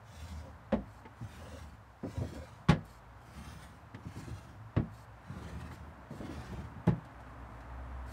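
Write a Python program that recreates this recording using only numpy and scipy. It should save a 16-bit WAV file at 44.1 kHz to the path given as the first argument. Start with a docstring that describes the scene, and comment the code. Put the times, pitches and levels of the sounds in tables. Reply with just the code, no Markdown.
"""Wood hisses and rumbles on runners over murmuring traffic, then a drawer shuts with a hollow knock.
Three more drawers of this outdoor sideboard are pulled out and pushed shut in turn; then its door hums open.
Friction is random slips, coloured by runner and panels or ringing the box modes, and follows the hand's speed.
Knocks, bumps and taps are bursts of decaying wood modes; traffic is coloured noise with band-passed drones."""
import sys
import numpy as np
from scipy import signal
from scipy.fft import rfft, irfft, next_fast_len
from scipy.io import wavfile

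SR = 44100
rng = np.random.default_rng(int(sys.argv[2]) if len(sys.argv) > 2 else 0)


def transcribe(signal):
    """Save signal, clipped to [-1, 1], as a 16-bit WAV file at the path in sys.argv[1]."""
    frames = np.atleast_2d(signal).T
    limited = np.clip(frames, -1, 1)
    pcm = np.round(limited * 32767).astype(np.int16)
    wavfile.write(sys.argv[1], SR, pcm)


N = 358091
TIME = np.arange(N) / SR
RING = TIME[:SR // 2]  # time axis of one ringing sound


def from_db(db):
    """Decibels to gain."""
    return 10 ** (np.asarray(db) / 20)


def rms_one(x):
    """Scale to unit rms."""
    return x / np.sqrt(np.mean(x ** 2) + 1e-20)


def at_hz(points, hz):
    """Read a table on a log-frequency axis."""
    point_hz, value = np.transpose(points)
    return np.interp(np.log(hz + 1), np.log(point_hz), value)


def colour(x, spectrum):
    """Give a steady sound a spectrum; rms 1."""
    size = next_fast_len(N)
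    gain = from_db(at_hz(spectrum, np.fft.rfftfreq(size, 1 / SR)))
    return rms_one(irfft(rfft(x, size) * gain, size)[:N])


def drift(rate_hz):
    """Random values joined by straight lines, rate_hz of them a second; spread about 1."""
    return np.interp(TIME * rate_hz, np.arange(4000), rng.standard_normal(4000))


def add(track, s, sound):
    """Mix a sound into the track at a time."""
    at = round(s * SR)
    track[at:at + len(sound)] += sound[:N - at]


def ring(modes):
    """Free ringing of struck modes: decaying sines."""
    out = np.zeros(len(RING))
    for pitch_hz, level_db, t60_s in modes:
        out += from_db(level_db - 60 * RING / t60_s) * np.sin(2 * np.pi * pitch_hz * RING)
    return out


# decay of the weaker panel modes: pitch_hz [Hz], t60_s [s]
WOOD_T60 = [(150, 0.26), (500, 0.24), (1200, 0.14), (2500, 0.12), (5000, 0.13), (12000, 0.08)]


def crowd(spectrum, tilt_db_per_oct=0, edge_hz=20000, uneven_db=2.5):
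    """Many overlapping modes of uneven strength, each octave dying at its own rate; starts at rms 1."""
    hz = np.fft.rfftfreq(len(RING), 1 / SR)
    tilt_db = tilt_db_per_oct * np.log2(hz / 1000 + 1 / 10)
    level_db = at_hz(spectrum, hz) + tilt_db + uneven_db * peaks_db(hz, 35)
    phases = np.exp(2j * np.pi * rng.random(len(hz)))
    modes = from_db(level_db) / np.sqrt(1 + (hz / edge_hz) ** 8) * phases * (hz > 40)
    modes /= np.std(irfft(modes))
    octave = np.round(np.log2(hz + 1))
    out = np.zeros(len(RING))
    for k in range(5, 15):
        decay = from_db(-60 * RING / at_hz(WOOD_T60, 2. ** k))
        out += irfft(modes * (octave == k)) * decay
    return out


def soften(x, contact_s):
    """The force of a contact takes a moment to build."""
    return x * (1 - np.exp(-RING / contact_s))


def friction(per_s, spread_db):
    """Wood fibres catch and let go: random slips of uneven size."""
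    size_db = spread_db * np.minimum(rng.exponential(1, N), 4)
    slips = from_db(size_db) * rng.choice([-1, 1], N)
    return slips * (rng.random(N) < per_s / SR)


def peaks_db(hz, spacing_hz):
    """Capped peaks and deeper valleys of a wooden panel's response; spread about 1."""
    heights = np.minimum(rng.standard_normal(1500), 1)
    return np.interp(hz / spacing_hz, np.arange(len(heights)), heights)


def through_wood(x, tilt_db_per_oct, ripple_db=8.0, spacing_hz=75):
    """Friction is radiated by panels that favour some pitches over others."""
    hz = np.fft.rfftfreq(len(x), 1 / SR)
    tilt_db = tilt_db_per_oct * np.log2(hz / 6000 + 1 / 10)
    return irfft(rfft(x) * from_db(ripple_db * peaks_db(hz, spacing_hz) + tilt_db), len(x))


def speed(start_s, rise_s, fall_s):
    """A hand's movement gathers speed, then eases to a stop; 0 to 1."""
    corners_s = [start_s, start_s + rise_s, start_s + rise_s + fall_s]
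    return np.maximum(np.sin(np.pi * np.interp(TIME, corners_s, [0, .5, 1])), 0)


def touch(start_s, length_s):
    """Pressure of a brief rubbing contact; 0 to 1."""
    return np.sqrt(speed(start_s, length_s / 2, length_s / 2))


# spectrum of the air and microphone hiss: pitch_hz [Hz], density_db [dB per Hz]
AIR_SPECTRUM = [(1000, 8.5), (4000, 3.5), (9000, -5.5), (10500, -8.5), (12000, -5.5), (15500, -10.5)]


def air(level_db=-73):
    """Steady faint hiss of the air and the microphone: coloured noise."""
    return from_db(level_db) * colour(rng.standard_normal(N), AIR_SPECTRUM)


# tyre noise level: time_s [s], level_db [dB]
TYRE_LEVELS = [(0, -56), (1.1, -55), (1.95, -57.5), (2.6, -55.5), (4.7, -55), (8.1, -49.5)]
# tyre noise spectrum: pitch_hz [Hz], density_db [dB per Hz]
TYRE_SPECTRUM = [(25, -29), (42, -15.5), (62, 15), (80, -1.5), (115, 8.5), (150, -3), (200, -4), (300, -15),
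                 (400, -11.5), (650, -4.5), (1000, -3.5), (1700, -11), (3000, -26.5), (5000, -41),
                 (9000, -41), (15000, -59)]
# engine levels: time_s [s], low_drone_db [dB], upper_drone_db [dB]
ENGINE_LEVELS = [(0, -58, -89), (1, -58.5, -66), (2, -63.5, -75), (3.1, -65, -70), (4.6, -52.5, -68.5),
                 (5.15, -57, -70.5), (6, -76.5, -63), (7.1, -60, -60.5), (8.1, -59, -59)]
# engine drone bands: pitch_hz [Hz], width_hz [Hz]
DRONE_BANDS = [(107, 16), (265, 72)]


def traffic():
    """Far tyres slowly swell as coloured noise; engines drone beneath as narrow bands of noise."""
    out = from_db(np.interp(TIME, *np.transpose(TYRE_LEVELS))) * colour(rng.standard_normal(N), TYRE_SPECTRUM)
    time_s, *drone_levels_db = np.transpose(ENGINE_LEVELS)
    for level_db, (pitch_hz, width_hz) in zip(drone_levels_db, DRONE_BANDS):
        edges_hz = [pitch_hz - width_hz / 2, pitch_hz + width_hz / 2]
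        band = signal.butter(2, edges_hz, "band", fs=SR, output="sos")
        # the first second lets the filter settle
        drone = rms_one(signal.sosfilt(band, rng.standard_normal(N + SR))[SR:])
        out += from_db(np.interp(TIME, time_s, level_db)) * drone
    return out


# swing of the door: start_s [s], rise_s [s], fall_s [s]
DOOR_SWING = (7.59, .29, .34)


def door(pitch_hz=64, full_speed_db=-42.5, speed_power=1.1):
    """Hinge friction keeps the door's lowest mode swinging, the more so the faster it turns."""
    phase = 2 * np.pi * np.cumsum(pitch_hz * (1 + 0.0055 * drift(5.8))) / SR
    return from_db(full_speed_db) * speed(*DOOR_SWING) ** speed_power * np.sqrt(2) * np.sin(phase)


# fingers or a drawer's edge brush the wood: start_s [s], end_s [s], level_db [dB, before the panels]
BRUSHES = [(0.857, 1.033, -74.5), (2.839, 2.998, -68), (4.165, 4.219, -61.5), (4.912, 5.058, -68.5),
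           (5.7, 5.766, -64.5), (6.1, 6.236, -68.5), (7.25, 7.355, -81), (7.454, 7.66, -81),
           (8.06, 8.22, -64)]
# brushing spectrum: pitch_hz [Hz], density_db [dB per Hz]
BRUSH_SPECTRUM = [(2000, 2), (4000, 2.5), (6500, 1), (8700, 2.5), (10400, -4.5), (12000, -2),
                  (15500, -11.5)]


def brushing():
    """Light touches slide over the finish with a thin hiss that swells and fades."""
    pressure = sum(from_db(level_db) * touch(start_s, end_s - start_s) for start_s, end_s, level_db in BRUSHES)
    hiss = through_wood(colour(rng.standard_normal(N), BRUSH_SPECTRUM), 0)
    return pressure * hiss * from_db(1.6 * drift(90))


# a drawer tips or catches on its runners:
# time_s [s], level_db [dB], upper_edge_hz [Hz], tilt_db_per_oct [dB per octave]
BUMPS = [(1.208, -37, 260, -4.5), (2.031, -32, 850, -1.5), (2.169, -32.5, 298, -5), (2.186, -38, 129, -14),
         (2.209, -31.5, 636, 0), (2.318, -43, 405, 6), (3.94, -41.5, 490, -2.5), (4.051, -37.5, 320, -6),
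         (4.158, -35.5, 416, -3), (4.273, -42, 433, 2), (4.306, -34.5, 110, -6), (5.296, -39, 215, 0),
         (5.633, -49.5, 250, 11), (5.711, -46.5, 880, 8), (6.106, -38, 428, 5.5), (6.201, -36.5, 520, 4.5),
         (6.221, -39, 298, 7), (6.292, -40, 496, 1), (6.754, -41, 213, 2)]
# bump spectrum: pitch_hz [Hz], density_db [dB per Hz]
BUMP_SPECTRUM = [(50, -12), (90, 10), (170, 2.5), (300, 6.5), (420, -5.5), (560, -1.5), (900, -6.5),
                 (2000, 9)]


def bumps(contact_s=0.0033):
    """A drawer bumps on its runners: dull modes under a soft contact."""
    out = np.zeros(N)
    for time_s, level_db, upper_edge_hz, tilt_db_per_oct in BUMPS:
        thud = crowd(BUMP_SPECTRUM, tilt_db_per_oct, upper_edge_hz)
        add(out, time_s, from_db(level_db) * soften(thud, contact_s))
    return out


# fingers tap the wood: time_s [s], level_db [dB], tilt_db_per_oct [dB per octave]
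TAPS = [(1.053, -45, -5), (2.851, -59, 22), (3.945, -47.5, -0.5), (5.71, -54.5, -8.5), (7.049, -61.5, 7),
        (7.203, -65, 9), (7.265, -53, -6), (7.571, -61, -4), (7.605, -61.5, 5)]
# modes of a drawer front under a finger: pitch_hz [Hz], level_db [dB], t60_s [s]
FRONT_MODES = [(717, -10, 0.066), (887, -6, 0.31), (1260, -6, .08), (1810, -13, 0.11)]
# the crowd of weaker panel modes, also in slams(): pitch_hz [Hz], density_db [dB per Hz]
WOOD_SPECTRUM = [(100, -11), (250, -4), (400, -6), (800, -3), (1300, -5.5), (1900, 1), (2500, -8),
                 (3100, -6), (3800, -12), (5000, -16.5), (8000, -24.5), (9300, -24.5), (10500, -37),
                 (12000, -35), (15000, -44)]


def taps(damping_s=0.027, front_at_zero_tilt_db=-6, contact_s=0.00054):
    """Light taps that the fingers damp at once; the duller ones ring the drawer front more."""
    out = np.zeros(N)
    for time_s, level_db, tilt_db_per_oct in TAPS:
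        tick = crowd(WOOD_SPECTRUM, tilt_db_per_oct) * np.exp(-RING / damping_s)
        front = from_db(front_at_zero_tilt_db - tilt_db_per_oct) * ring(FRONT_MODES)
        add(out, time_s, from_db(level_db) * soften(tick + front, contact_s))
    return out


# a drawer binds: start_s [s], length_s [s], level_db [dB]
GROANS = [(0.39, 0.12, -53.5), (1.375, 0.11, -51.5), (1.514, .08, -50.5), (2.03, .05, -48),
          (2.14, .12, -48.5), (2.345, 0.058, -47.5), (2.407, 0.052, -50.5), (5.42, .12, -61),
          (6.2, .2, -59)]
# modes of a drawer's bottom: pitch_hz [Hz], level_db [dB], t60_s [s]
GROAN_MODES = [(274.4, 1, 0.096), (401, -8, .1), (528.3, 7.5, 0.068), (593, -10, 0.15), (685, -9, 0.055),
               (960, -12, 0.26)]


def groaning():
    """Where a drawer binds, coarse slips ring its bottom."""
    slips = friction(per_s=1600, spread_db=0.5)
    groan = rms_one(signal.fftconvolve(slips, ring(GROAN_MODES))[:N])
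    return groan * sum(from_db(level_db) * touch(start_s, length_s) for start_s, length_s, level_db in GROANS)


# modes of each drawer box: pitch_hz [Hz], level_db [dB], t60_s [s]
TOP_BOX = [(57.8, -12.5, 0.4), (86, -28, 0.2), (129, -21, 0.41), (197.6, -4, 0.23), (215.7, -3, 0.14),
           (263, -10, 0.36), (334, -24, 0.082), (549, -1.5, 0.13), (592, -2.5, 0.062), (660, -10, 0.075),
           (863, -15, 0.14)]
SECOND_BOX = [(55.8, -29, 0.91), (98, -4.5, 0.32), (134, -4, 0.11), (157.2, 4.5, 0.25), (180, -11, 0.22),
              (224.6, -9.5, 0.29), (327, -12, 0.25), (355.5, -12, 0.147), (520, -36, 0.096),
              (830, -11, 0.12)]
THIRD_BOX = [(54.6, -10, 0.34), (110, -3, 0.21), (134.3, 15, 0.063), (161.8, 0.5, 0.23), (188.6, -13, 0.39),
             (225, -2, 0.23), (320, 3.5, 0.1), (376, -9, 0.16), (590, -24, 0.13), (805, -65, 0.043)]
BOTTOM_BOX = [(77.4, -16, 0.46), (106, -23, 0.21), (123, 3, 0.25), (158.7, 0, 0.26), (176, 3, 0.2),
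              (273, -19, 0.16), (356, -1.5, 0.097), (449, -4.5, 0.075), (613, -5, 0.049),
              (844, -10.5, 0.14)]
BOXES = [TOP_BOX, SECOND_BOX, THIRD_BOX, BOTTOM_BOX]
# when the hand moves on to the next drawer: time_s [s]
NEXT_DRAWER_S = [1.0, 3.0, 5.1]


def box_at(s):
    """Modes of the drawer that is in hand at a time."""
    return BOXES[np.searchsorted(NEXT_DRAWER_S, s)]


# a hand pushes or pulls a drawer: start_s [s], rise_s [s], fall_s [s]; at full speed, before panels and load:
# hiss_db [dB], tilt_db_per_oct [dB per octave], fine_db [dB], rumble_db [dB], boom_db [dB], floor_db [dB]
STROKES = [(0.01, 0.17, 0.44, -58, 1.5, -69, -51.5, -63, -46),
           (1.09, 0.37, 0.37, -60.5, -1.5, -64, -55, -69, -53.5),
           (1.98, 0.21, 0.54, -59, 0, -66, -55, -68, -50), (3.13, 0.36, 0.39, -61, -2, -61, -53, -57, -66),
           (3.93, .33, 0.38, -61.5, -1, -66.5, -55.5, -57.5, -58),
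           (5.18, 0.24, 0.57, -63.5, -4.5, -66, -47.5, -50.5, -50.5),
           (6.03, 0.37, 0.39, -62.5, -4.5, -64, -49.5, -49.5, -62)]
# spectra of hiss, fine hiss and rumble on the runners: pitch_hz [Hz], density_db [dB per Hz]
HISS_SPECTRUM = [(900, 8), (1500, 10.5), (2500, 6.5), (4000, 3.5), (6000, 2.5), (8000, -2), (9500, -7.5),
                 (11000, -17)]
FINE_SPECTRUM = [(7000, -9), (9000, 1), (10400, -7), (11800, -4), (14000, -21), (16000, 2.5)]
RUMBLE_SPECTRUM = [(40, -48), (72, 16.5), (100, -1.5), (130, 4), (180, 5), (260, -2), (360, -16.5),
                   (480, -60), (900, -47)]
HISS_POWER, SHAKE_POWER = 1.7, 1  # hiss and shaking grow as these powers of speed
SHAKE_LAG_S = 0.058  # the heavy box takes a moment to start shaking
FLOOR_HZ = 77.2  # lowest mode of a drawer's thin floor


def sliding(uneven_hiss_db=0.04, uneven_shake_db=4.0):
    """Fine slips hiss on the runners; coarse ones shake the drawer and ring its box, all following its speed."""
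    grain = from_db(2.26 * drift(49) + uneven_hiss_db * drift(16))
    slips = friction(per_s=16000, spread_db=2.5)
    hiss = colour(slips, HISS_SPECTRUM) * grain
    fine = colour(slips[::-1], FINE_SPECTRUM) * grain
    rumble = colour(friction(per_s=1000, spread_db=2.0), RUMBLE_SPECTRUM)
    jolts = friction(per_s=1100, spread_db=5.0)
    load = from_db(uneven_shake_db * drift(32))
    # steady dragging keeps the floor swinging at a wavering pitch
    floor_phase = 2 * np.pi * np.cumsum(FLOOR_HZ * (1 + 0.0728 * drift(53))) / SR
    floor = np.sqrt(2) * np.sin(floor_phase)
    out = np.zeros(N)
    for start_s, rise_s, fall_s, hiss_db, tilt_db_per_oct, fine_db, rumble_db, boom_db, floor_db in STROKES:
        on = (TIME > start_s) & (TIME < start_s + rise_s + fall_s + SHAKE_LAG_S)
        pace = speed(start_s, rise_s, fall_s)[on]
        sway = speed(start_s + SHAKE_LAG_S, rise_s, fall_s)[on]
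        rub = pace ** HISS_POWER * (from_db(hiss_db) * hiss[on] + from_db(fine_db) * fine[on])
        # the favoured pitches crossfade over the stroke as the contact travels along the runner
        travel = np.linspace(0, 1, on.sum())
        scrape = np.zeros(on.sum())
        for place in np.linspace(0, 1, 10):
            nearness = np.clip(1 - 9 * np.abs(travel - place), 0, 1)
            scrape += nearness * through_wood(rub, tilt_db_per_oct)
        boom = rms_one(signal.fftconvolve(jolts[on], ring(box_at(start_s)))[:on.sum()])
        shake = from_db(rumble_db) * rumble[on] + from_db(boom_db) * boom
        shake += from_db(floor_db) * floor[on] * sway  # the floor grows by one more power of speed
        out[on] += scrape + sway ** SHAKE_POWER * load[on] * shake
    return out


# shutting: a corner touches, the front seats, then it rebounds:
# time_s [s], crack_db [dB], tilt_db_per_oct [dB per octave], boom_db [dB]
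SLAMS = [(0.7218, -37, -3.5, -43), (0.7264, -27.5, -8.5, -22.5), (0.7353, -39, -8, -38),
         (0.7399, -51.5, 0.5, -29.5), (2.686, -31, -1.5, -33.5), (2.6913, -33, -3.5, -18),
         (2.6935, -26.5, 0.5, -29), (2.708, -27, -5, -28), (4.763, -46, -5, -63),
         (4.7648, -29.5, -6.5, -48), (4.7691, -44, -14, -29.5), (4.7951, -40, -14, -34.5),
         (6.8692, -49, 6, -32), (6.8754, -25.5, -9, -24), (6.887, -47, 0, -50), (6.8964, -52, -3, -47)]
# high modes of the cabinet's panels: pitch_hz [Hz], level_db [dB], t60_s [s]
PANEL_MODES = [(1126, 22, 0.077), (1463, -35, 0.043), (1680, -16, .13), (1676, 8.5, 0.21), (1780, -7, 0.1),
               (1910, -6, 0.29), (2120, -4, 0.1), (2309, 5.5, 0.18), (2570, -21, 0.082), (2650, -14, .11),
               (3040, -16, 0.12), (3380, 0, 0.11), (3500, -30, 0.076), (3840, 3.5, 0.1)]


def slams(panel_db=-8, box_contact_s=0.0018, crack_contact_s=0.0005, clack_db=4, clack_s=0.0035):
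    """Each contact of a shutting drawer cracks through the panels and sets its box booming."""
    out = np.zeros(N)
    panel_rings = np.array([ring([mode]) for mode in PANEL_MODES]) / np.sqrt(len(PANEL_MODES))
    # the struck spot clacks first, before the energy spreads through the cabinet
    clack = from_db(-2.5 + clack_db * np.exp(-RING / clack_s))
    for time_s, crack_db, tilt_db_per_oct, boom_db in SLAMS:
        # every contact point drives the panel modes in senses of its own
        panels = rng.choice([-1, 1], len(PANEL_MODES)) @ panel_rings
        # dull contacts drive them less
        panels = from_db(panel_db + 2 * min(tilt_db_per_oct, 0)) * panels
        crack = soften(crowd(WOOD_SPECTRUM, tilt_db_per_oct) + panels, crack_contact_s) * clack
        boom = soften(ring(box_at(time_s)), box_contact_s)
        add(out, time_s, from_db(crack_db) * crack + from_db(boom_db) * boom)
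    return out


def scene():
    """The sideboard in the open air: background, door, touches and drawers summed."""
    background = air() + traffic()
    touches = brushing() + bumps() + taps()
    drawers = groaning() + sliding() + slams()
    return (background + door() + touches + drawers)[None]


def record(dry):
    """The microphone loses the deepest bass; the top is cut."""
    thin = signal.sosfilt(signal.butter(4, 44, "high", fs=SR, output="sos"), dry)
    return signal.sosfilt(signal.ellip(12, .1, 70, 15650, fs=SR, output="sos"), thin)


dry = scene()
out = record(dry)
transcribe(out)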